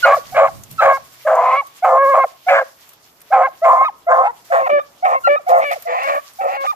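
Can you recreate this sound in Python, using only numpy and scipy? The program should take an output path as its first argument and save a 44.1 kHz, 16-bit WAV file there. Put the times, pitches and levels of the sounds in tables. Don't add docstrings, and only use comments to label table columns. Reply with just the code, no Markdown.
import sys
import numpy as np
from scipy import signal
from scipy.fft import rfft, irfft
from scipy.io import wavfile
from scipy.ndimage import uniform_filter1d, minimum_filter1d, map_coordinates

SR = 44100
rng = np.random.default_rng(int(sys.argv[2]) if len(sys.argv) > 2 else 0)


def store_wav(level_fs):
    pcm = np.round(np.clip(np.atleast_2d(level_fs), -1, 1) * 32767)
    wavfile.write(sys.argv[1], SR, pcm.T.astype(np.int16))


def natural_amplitude(level_db):
    exponent = np.asarray(level_db, float) / 20
    return 10 ** exponent


N = 297670
T = np.arange(N) / SR


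def unit(x):
    return x / np.sqrt(np.mean(x ** 2))


def curve(table):
    return np.interp(T, *np.transpose(table))


def walk(rate):
    hold = int(SR / rate)
    steps = np.repeat(rng.standard_normal(N // hold + 1), hold)
    return unit(uniform_filter1d(uniform_filter1d(steps, hold), hold)[:N])


def shaped(x, points):
    hz, db = np.transpose(points)
    bins = np.fft.rfftfreq(x.shape[-1], 1 / SR) + 1
    return irfft(rfft(x) * natural_amplitude(np.interp(np.log(bins), np.log(hz), db)), x.shape[-1])


def ring(x, hz, width):
    b, a = signal.iirpeak(hz, hz / width, SR)
    return signal.lfilter(b, a, signal.lfilter(b, a, x))


def track(tables, fade_s=.009):
    gate, columns = np.zeros(N), np.zeros((len(tables[0][0]) - 1, N))
    for table in tables:
        s, *values = np.transpose(table)
        on = slice(int((s[0] - fade_s / 2) * SR), int((s[-1] + fade_s / 2) * SR))
        edge = np.clip(np.minimum(T[on] - s[0], s[-1] - T[on]) / fade_s + .5, 0, 1)
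        gate[on] = np.maximum(gate[on], np.sin(np.pi / 2 * edge) ** 2)
        columns[:, on] = [np.interp(T[on], s, v) for v in values]
    return np.sqrt(2) * gate, columns


def partials(hz, gains, rough, slip, steep, flutter_db):
    phase = 2 * np.pi * np.cumsum(hz) / SR
    slipped = slip * rough * walk(200)
    stack = 0
    for k, gain in enumerate(gains, 1):
        shake = natural_amplitude(flutter_db * rough * walk(70))
        stack = stack + gain * shake * np.cos(k * phase + k ** steep * slipped)
    return stack, phase + slipped


# (start time [s], relative level [dB], decay [dB/s])
RUSTLE = [(-.02, -41, 24), (.7, -48, 10.5), (1.199, -57, 11.5), (1.83, -52.5, 32), (2.09, -48.5, 54),
          (2.47, -54, 22), (3.311, -64, 12.5), (3.63, -47.5, 60.5), (4.444, -51.5, 39), (5.039, -54.5, 50),
          (5.48, -49, 40), (5.71, -46, 52), (6.02, -50.5, 14.5), (6.6, -49, 66)]
# (frequency [Hz], gain [dB])
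STEM_COLOUR = [(300, -18.5), (1000, -2), (2500, -2), (5000, -3.5), (7000, -4.5), (9000, -11.5), (11000, -6),
               (13500, -2.5), (14500, -3.5)]


def rustle():
    rise_s, floor_db = .008, -59.5
    out, stir = 0, walk(25)
    for hz in 700 * 1.65 ** np.arange(7):
        sizes = natural_amplitude(3.3 * np.minimum(rng.exponential(size=N), 7))
        grains = rng.standard_normal((2, N)) * sizes
        flicker = natural_amplitude(2.4 * stir + 2.6 * walk(35))
        out = out + ring(grains, hz, hz / 1.4) * flicker
    power = natural_amplitude(floor_db) ** 2
    for s, db, fade in RUSTLE:
        power = power + natural_amplitude(db - fade * (T - s)) ** 2 * np.clip((T - s) / rise_s, 0, 1)
    ports_gain = natural_amplitude(np.array([[6], [8]]))
    return unit(shaped(out, STEM_COLOUR)) * np.sqrt(power) * ports_gain


# (frequency [Hz], gain [dB])
AIR_COLOUR = [(25, -23), (70, -8.5), (270, -7), (700, -5), (1300, -9.5), (2500, -35), (5000, -45)]


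def air():
    mid, side = shaped(rng.standard_normal((2, N)), AIR_COLOUR)
    side = shaped(side, [(100, -7.0), (600, -7), (2500, 3.5)])
    return natural_amplitude(-56 + 2.0 * walk(1.3)) * unit(mid + side * np.array([[1], [-1]]))


# (time [s], level [dB])
HUM_LEVEL = [(0, -53), (1, -61.5), (1.8, -69), (2.6, -77.5), (6.75, -73.5)]


def hum():
    phase = 2 * np.pi * np.cumsum(132 + 3 * walk(18)) / SR
    return natural_amplitude(curve(HUM_LEVEL) + 3.0 * walk(12)) * np.cos(phase)


# (start time [s], length [s], pitch [Hz], relative level [dB])
SQUEAK = [(0.027, .024, 1435, -7), (.782, .025, 1310, -18), (3.835, .04, 1256, -23),
          (4.779, .04, 1200, -32.5), (5.236, .045, 1380, -19), (5.352, .03, 1250, -25.5),
          (6.66, .06, 1208, -23.5)]


def squeaks():
    rise_s, rise_db, sharp = 0.01502, -18, 1.03
    return [[(s, hz * sharp, db + rise_db), (s + rise_s, hz, db), (s + length, hz, db)]
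            for s, length, hz, db in SQUEAK]


# (start time [s], length [s], opening pitch [Hz], relative opening level [dB], closing pitch [Hz])
UPPER = [(.045, .105, 683.1, -13.5, 660), (.32, 0.041, 760, -33.5, 830), (.365, .11, 650, -17, 640),
         (.812, 0.12, 644.8, -16.5, 632.9), (1.251, .32, 632.5, -19, 790), (1.825, .157, 760, -15, 679.3),
         (2.136, .07, 640, -18, 740), (2.467, .133, 752.6, -16.5, 640), (3.304, .024, 640, -27, 760),
         (3.32, .12, 806.2, -14, 760), (3.619, 0.17, 680, -16.5, 720.2), (3.8, .042, 770, -26, 780),
         (4.068, .214, 700, -17, 850), (4.502, .13, 706.5, -21, 648.3), (4.687, .024, 700, -24, 680),
         (5.026, .133, 755.5, -17, 670.5), (5.466, .057, 747.8, -19, 731), (5.514, .095, 720, -13.5, 662),
         (5.612, .035, 660, -25.5, 653), (5.709, .035, 722.6, -24.5, 757), (5.854, .196, 700, -25.5, 820),
         (6.062, .13, 644, -28, 631.5), (6.388, .184, 790, -24.5, 850), (6.637, 0.028, 781, -28, 764)]


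def upper_calls():
    longest_rise_s, rise_db, scoop = .017, -9.5, .92
    settle_s, rest_hz, sag_db, end_db = .06, 640, -5.5, -10.5
    sink = .6
    calls = []
    for s, length, hz, db, end_hz in UPPER:
        rise = min(longest_rise_s, length / 3)
        rest = min(rise + settle_s, length * .7)
        calls.append([(s, hz * scoop, db + rise_db), (s + rise, hz, db),
                      (s + rest, hz + sink * (rest_hz - hz), db + sag_db),
                      (s + length, end_hz, db + end_db)])
    return calls


# (start time [s], starting pitch [Hz], relative level [dB])
FALL = [(.165, 758.3, -20.5), (.478, 1005, -29.5), (.968, 953, -35), (1.612, 1079, -35.5),
        (2.236, 861.3, -18.5), (2.61, 816.3, -29), (3.468, 976, -25), (3.876, 1237, -21),
        (4.663, 978, -23.5), (5.39, 811.7, -39), (5.757, 787, -30), (6.72, 1100, -33.5)]


def falls():
    length_s, rise_s, ratio, rise_db, end_db = .024, .009, .58, -5, -14.5
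    return [[(s, hz, db + rise_db), (s + rise_s, hz * ratio ** (rise_s / length_s), db),
             (s + length_s, hz * ratio, db + end_db)] for s, hz, db in FALL]


UPPER_PARTIALS_DB = [5.5, -15.5, -21, -41]


def upper_tone():
    gate, (hz, db) = track(upper_calls() + squeaks() + falls())
    strength = uniform_filter1d(gate * natural_amplitude(db), size=130)
    return hz, np.outer(natural_amplitude(np.array(UPPER_PARTIALS_DB)), strength)


def share(pitch, first, centre_hz):
    width_hz = 322
    gains = np.array([1 / (1 + (2 * (k * pitch - centre_hz) / width_hz) ** 2) for k in (first, first + 1)])
    return gains / np.hypot(*gains)


# (time [s], place [0-1])
TONGUE = [(.1, 0.49), (.9, 0.38), (1.3, 0.16), (1.4, 0.23), (1.6, 0.83), (1.9, 0.26), (2.5, 0.58),
          (2.6, 0.21), (3.4, 0.24), (3.83, 0.52), (4.15, 0.06), (4.57, 0.25), (4.72, 0.76), (4.79, 0.5),
          (5.1, .55), (5.73, 0.76), (6.1, 0.51), (6.18, 0.51), (6.45, 0.8), (6.6, 0.5)]


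def tongue_resonance():
    return 1588 + 700 * curve(TONGUE)


# (time [s], pitch [Hz], relative level [dB], mouth opening [0-1], brightness [dB])
CHEST = [
    [(.045, 543.1, -15.5, 0, -3), (.069, 554.7, -11.5, 0.41, -8.5), (.123, 571.1, -9, 0.63, -8),
     (.165, 560, -20, 0.73, -15)],
    [(.345, 545, -26, 0.4, -5), (.373, 547.6, -15.5, 0.38, -1.5), (.441, 554.9, -8.5, 0.49, -15.5),
     (.485, 534.4, -26, 0.72, -6)],
    [(.805, 562.6, -21, 0.56, -7.5), (.821, 559.8, -12.5, 0.43, -1), (.901, 546.8, -8.5, 0.59, -10),
     (.975, 538.7, -21.5, 0.73, -11.5)],
    [(1.27, 549, -19.5, 0.4, -1.5), (1.39, 501, -18, 0.54, -17.5), (1.54, 527.5, -13.5, 0.64, -9.5),
     (1.586, 568.4, -14, 0.72, -9), (1.61, 555, -12.5, 1, -16)],
    [(1.845, 537, -13.5, 0.6, -10), (1.875, 534.4, -18.5, 0.51, -14), (1.93, 527, -11.5, 0.38, -39),
     (1.96, 529.8, -11, 0.61, -22.5), (2.03, 557, -9, 0.53, -15.5), (2.065, 536.5, -10.5, 0.49, -21),
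     (2.1, 563.5, -10, 0.57, -19.5), (2.14, 524.3, -12, 0.5, -16), (2.18, 549.7, -8.5, 0.6, -20.5),
     (2.231, 529.5, -14, 0.65, -12.5), (2.25, 528, -28.5, 0.3, -20)],
    [(2.485, 557, -27.5, 0.46, 12.5), (2.525, 560.8, -10, 0.2, -6), (2.591, 549.5, -15, 0.68, 0.5),
     (2.63, 514, -26, 0, -5.5)],
    [(3.325, 528.2, -20, 0.51, 3), (3.401, 530.1, -17, 0.53, -16), (3.459, 531.8, -11, 0.62, -9),
     (3.475, 519.3, -33, .56, -2)],
    [(3.645, 536, -20, 0.57, -2.5), (3.667, 530.6, -12.5, 0.66, -14.5), (3.745, 517, -13, 0.71, -29.5),
     (3.831, 538.9, -9.5, 0.99, -20.5), (3.86, 542, -35, 0.7, 5)],
    [(4.085, 520, -27, 0.44, -7.5), (4.121, 521.2, -9, 0.6, -10), (4.205, 533.1, -14, 0.59, -22.5),
     (4.27, 486.2, -19.5, 0.8, -7), (4.31, 477, -22, .8, -17.5)],
    [(4.52, 545, -22.5, 0.41, 3), (4.56, 543.6, -18, 0.51, -4), (4.632, 534.4, -17.5, 0.5, -16.5),
     (4.68, 520.4, -21, 0.64, -6.5)],
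    [(4.695, 571.8, -15.5, 0.37, -7), (4.737, 587.7, -10, 0.42, -17), (4.785, 570.6, -12.5, 0.43, -11.5),
     (4.8, 572.4, -24.5, .15, -1.5)],
    [(5.05, 556.7, -19, 0.7, 0), (5.09, 528.4, -21.5, 0.46, -15), (5.162, 536.3, -12, 0.71, -17),
     (5.19, 533.8, -31.5, 0.46, -9)],
    [(5.27, 560.4, -15.5, .14, -25.5), (5.3, 574.6, -9.5, 0.34, -11), (5.36, 587, -13, 0.52, -12)],
    [(5.49, 519, -21, 0.25, -11), (5.584, 535, -19, 0.44, -27), (5.625, 540.2, -18.5, 0.51, -5.5),
     (5.655, 587, -22, 0.57, -0.5), (5.728, 547.9, -25.5, .33, 2.5), (5.75, 532.3, -38.5, 0.5, 3)],
    [(5.87, 499, -36, 0.2, 5), (5.896, 494.8, -25, 0.17, -3.5), (5.986, 532.3, -29, 0.59, 1),
     (6.084, 557.2, -18.5, .49, -3), (6.176, 575.2, -19.5, 0.54, -6), (6.2, 583, -26.5, 1, -12)],
    [(6.41, 552, -25, 0, -4), (6.44, 558, -24.5, 0.4, -18), (6.558, 547.4, -29.5, 0.51, 1.5),
     (6.636, 549.2, -20.5, 0.58, -13.5), (6.67, 542, -34, 0.55, 7.5)],
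]
TOP_PARTIALS_DB = [-15, -27.5, -30, -29.5]


def chest_tone():
    gate, (_, db, mouth, bright_db) = track(CHEST)
    pitch = curve([row[:2] for bay in CHEST for row in bay])
    lower = share(pitch, first=1, centre_hz=484.6 + 700 * mouth)
    middle = share(pitch, first=3, centre_hz=tongue_resonance()) * natural_amplitude(bright_db)
    low = np.vstack([lower, middle]) * gate * natural_amplitude(db)
    return pitch, np.vstack([low, np.outer(natural_amplitude(np.array(TOP_PARTIALS_DB)), low[3])])


# (frequency [Hz], width of one pass [Hz], relative level [dB])
THROAT = [(693, 210, 5), (1098, 310, -4), (4040, 880, -57.5), (7170, 2000, -40)]


def throat_rasp(puffs):
    return unit(sum((-1) ** k * natural_amplitude(db) * ring(puffs, hz, w) for k, (hz, w, db) in enumerate(THROAT)))


# (time [s], lag of the left port [samples])
BEARING = [(.03, -5.5), (.11, 1.5), (.41, 4.5), (.89, 4.5), (1.34, -2), (1.52, -2.5), (2.12, 4), (2.55, -6),
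           (3.4, 2.5), (3.83, 6), (4.19, 8.5), (4.75, 15.5), (5.32, 15.5), (5.54, 14), (5.96, 18.5),
           (6.4, 16.5), (6.61, 19.5)]


def bearing_lag():
    return curve(BEARING)


def ribcage(puffs, chest_phase):
    murmur = natural_amplitude(-38 + .5 * bearing_lag()) * unit(ring(puffs, 350, 250))
    return murmur + natural_amplitude(-44.5 + 3.1 * walk(40)) * np.cos(chest_phase / 3)


def hound():
    pitch, low = chest_tone()
    high_hz, high = upper_tone()
    strength = np.hypot(low[0], low[1])
    both = np.minimum(strength, high[0])
    rough = np.clip(1.7 * both / (np.maximum(strength, high[0]) + 1e-9), 0, 1)
    rough = uniform_filter1d(rough, int(.022 * SR))
    bright = low[2:4] * (rough + .09)
    low[2:] *= 1 - 0.71 * rough
    chest, a = partials(pitch, low, rough + 0.19, slip=0.32, steep=1.39, flutter_db=3.0)
    upper, b = partials(high_hz, high, rough + .03, slip=.55, steep=1.2, flutter_db=3.5)
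    mixed = natural_amplitude(-7.5) * np.cos(a + b) + natural_amplitude(-19) * np.cos(3 * a - b) + natural_amplitude(-21.5) * np.cos(2 * a + b)
    puffs = rng.standard_normal(N) * (1 + np.cos(a))
    breath = natural_amplitude(-34) * np.hypot(strength, high[0])
    rasp = (natural_amplitude(-3) * both + breath) * throat_rasp(puffs)
    hoarse = bright[0] * unit(ring(puffs, 1534, 440)) + bright[1] * unit(ring(puffs, 2000, 1100))
    crowd = bright[0] * (np.cos(4 * a - b) + np.cos(a + 2 * b))
    crowd += bright[1] * (np.cos(3 * a + b) + np.cos(2 * a + 2 * b) + np.cos(5 * a - b))
    voice = chest + upper + both * mixed + rasp + natural_amplitude(-9.5) * hoarse + natural_amplitude(-11.5) * rough * crowd
    voice = shaped(voice, [(2500, 0.0), (3100, -1.5), (4000, 0)])
    voice = signal.sosfilt(signal.butter(8, 485, "high", fs=SR, output="sos"), voice)
    return voice + low[0] * ribcage(puffs, a)


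def at_ports(voice):
    lag = bearing_lag() / 2
    pan_db = 0.0277 * lag
    return np.array([natural_amplitude(sign * pan_db) * map_coordinates(voice, [np.arange(N) - sign * lag], order=3)
                     for sign in (1, -1)])


def scatter(voice, db, t60_s, gap_s):
    t = np.arange(int(.7 * SR)) / SR
    tail = rng.standard_normal((2, len(t))) ** 3 * natural_amplitude(-60 * t / t60_s) * (t > gap_s)
    tail = shaped(tail, [(300, -5.0), (1500, -4.0), (5000, -4.5)])
    tail = tail / np.sqrt(np.sum(tail ** 2, axis=1, keepdims=True))
    return natural_amplitude(db) * signal.fftconvolve(voice[None], tail, axes=1)[:, :N]


# (time of peak [s], relative level [dB])
GUST = [(.12, -48), (0.349, -45.5), (.55, -38.5), (.72, -42.5), (.84, -45), (2.0, -66), (5.75, -61),
        (6.1, -64), (6.499, -63)]


def gust():
    noise = shaped(rng.standard_normal((2, N)),
                   [(20, -24.5), (60, -9.0), (130, -1.5), (250, -13.5), (500, -30.5)])
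    swell = np.sqrt(sum(natural_amplitude(db - 85 * np.abs(T - s)) ** 2 for s, db in GUST))
    return unit(noise) * swell * natural_amplitude(np.array([[-1], [4]]) + 3.1 * walk(24))


# (time [s], relative level [dB], ring frequency [Hz])
SNAPS = [(0.6357, -26, 6940), (0.7127, -27, 12400), (0.725, -32, 12800), (1.354, -30.5, 6600),
         (1.669, -32.5, 13820), (2.0878, -34, 3910), (2.8912, -33.5, 14200), (2.9337, -36.5, 11950),
         (3.2041, -38.5, 9100), (3.216, -31.5, 12200), (4.4504, -48.5, 12820), (5.046, -37, 9000),
         (5.4884, -33, 5590), (5.7142, -25, 3000), (5.732, -25.5, 5473), (5.823, -25, 13000),
         (6.0331, -30.5, 5063), (6.335, -38, 9020), (6.442, -38, 12000), (6.665, -39, 3600)]


def snaps():
    out = np.zeros((2, N))
    t = np.arange(int(.03 * SR)) / SR
    for s, db, hz in SNAPS:
        crack = rng.standard_normal((2, len(t))) * np.exp(-t / 0.0054)
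        crack = shaped(crack, [(500, -20.5), (3000, -5), (15000, 2.0)]) + 1.6 * ring(crack, hz, 2500)
        i = int(s * SR)
        out[:, i:i + len(t)] += natural_amplitude(db - 4.5) * crack
    return out


def scene():
    voice = hound()
    near = scatter(voice, db=-8, t60_s=0.021, gap_s=.001)
    trees = scatter(voice, db=-25.5, t60_s=0.32, gap_s=0.037)
    dog = at_ports(voice) * 1.073 + near + trees
    return dog + rustle() + snaps() + air() + hum() + gust()


def limit(x, hold_s=0.0036):
    size = int(hold_s * SR)
    need = 1 / np.maximum(np.abs(x).max(axis=0), 1)
    return x * uniform_filter1d(minimum_filter1d(need, size=2 * size), size=size)


def low_pass(x):
    return signal.sosfilt(signal.butter(12, 15690, fs=SR, output="sos"), x)


def record(dry):
    cut = signal.sosfilt(signal.ellip(8, .2, 60, 14500, fs=SR, output="sos"), dry)
    return low_pass(limit(cut))


dry = scene()
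out = record(dry)
store_wav(out)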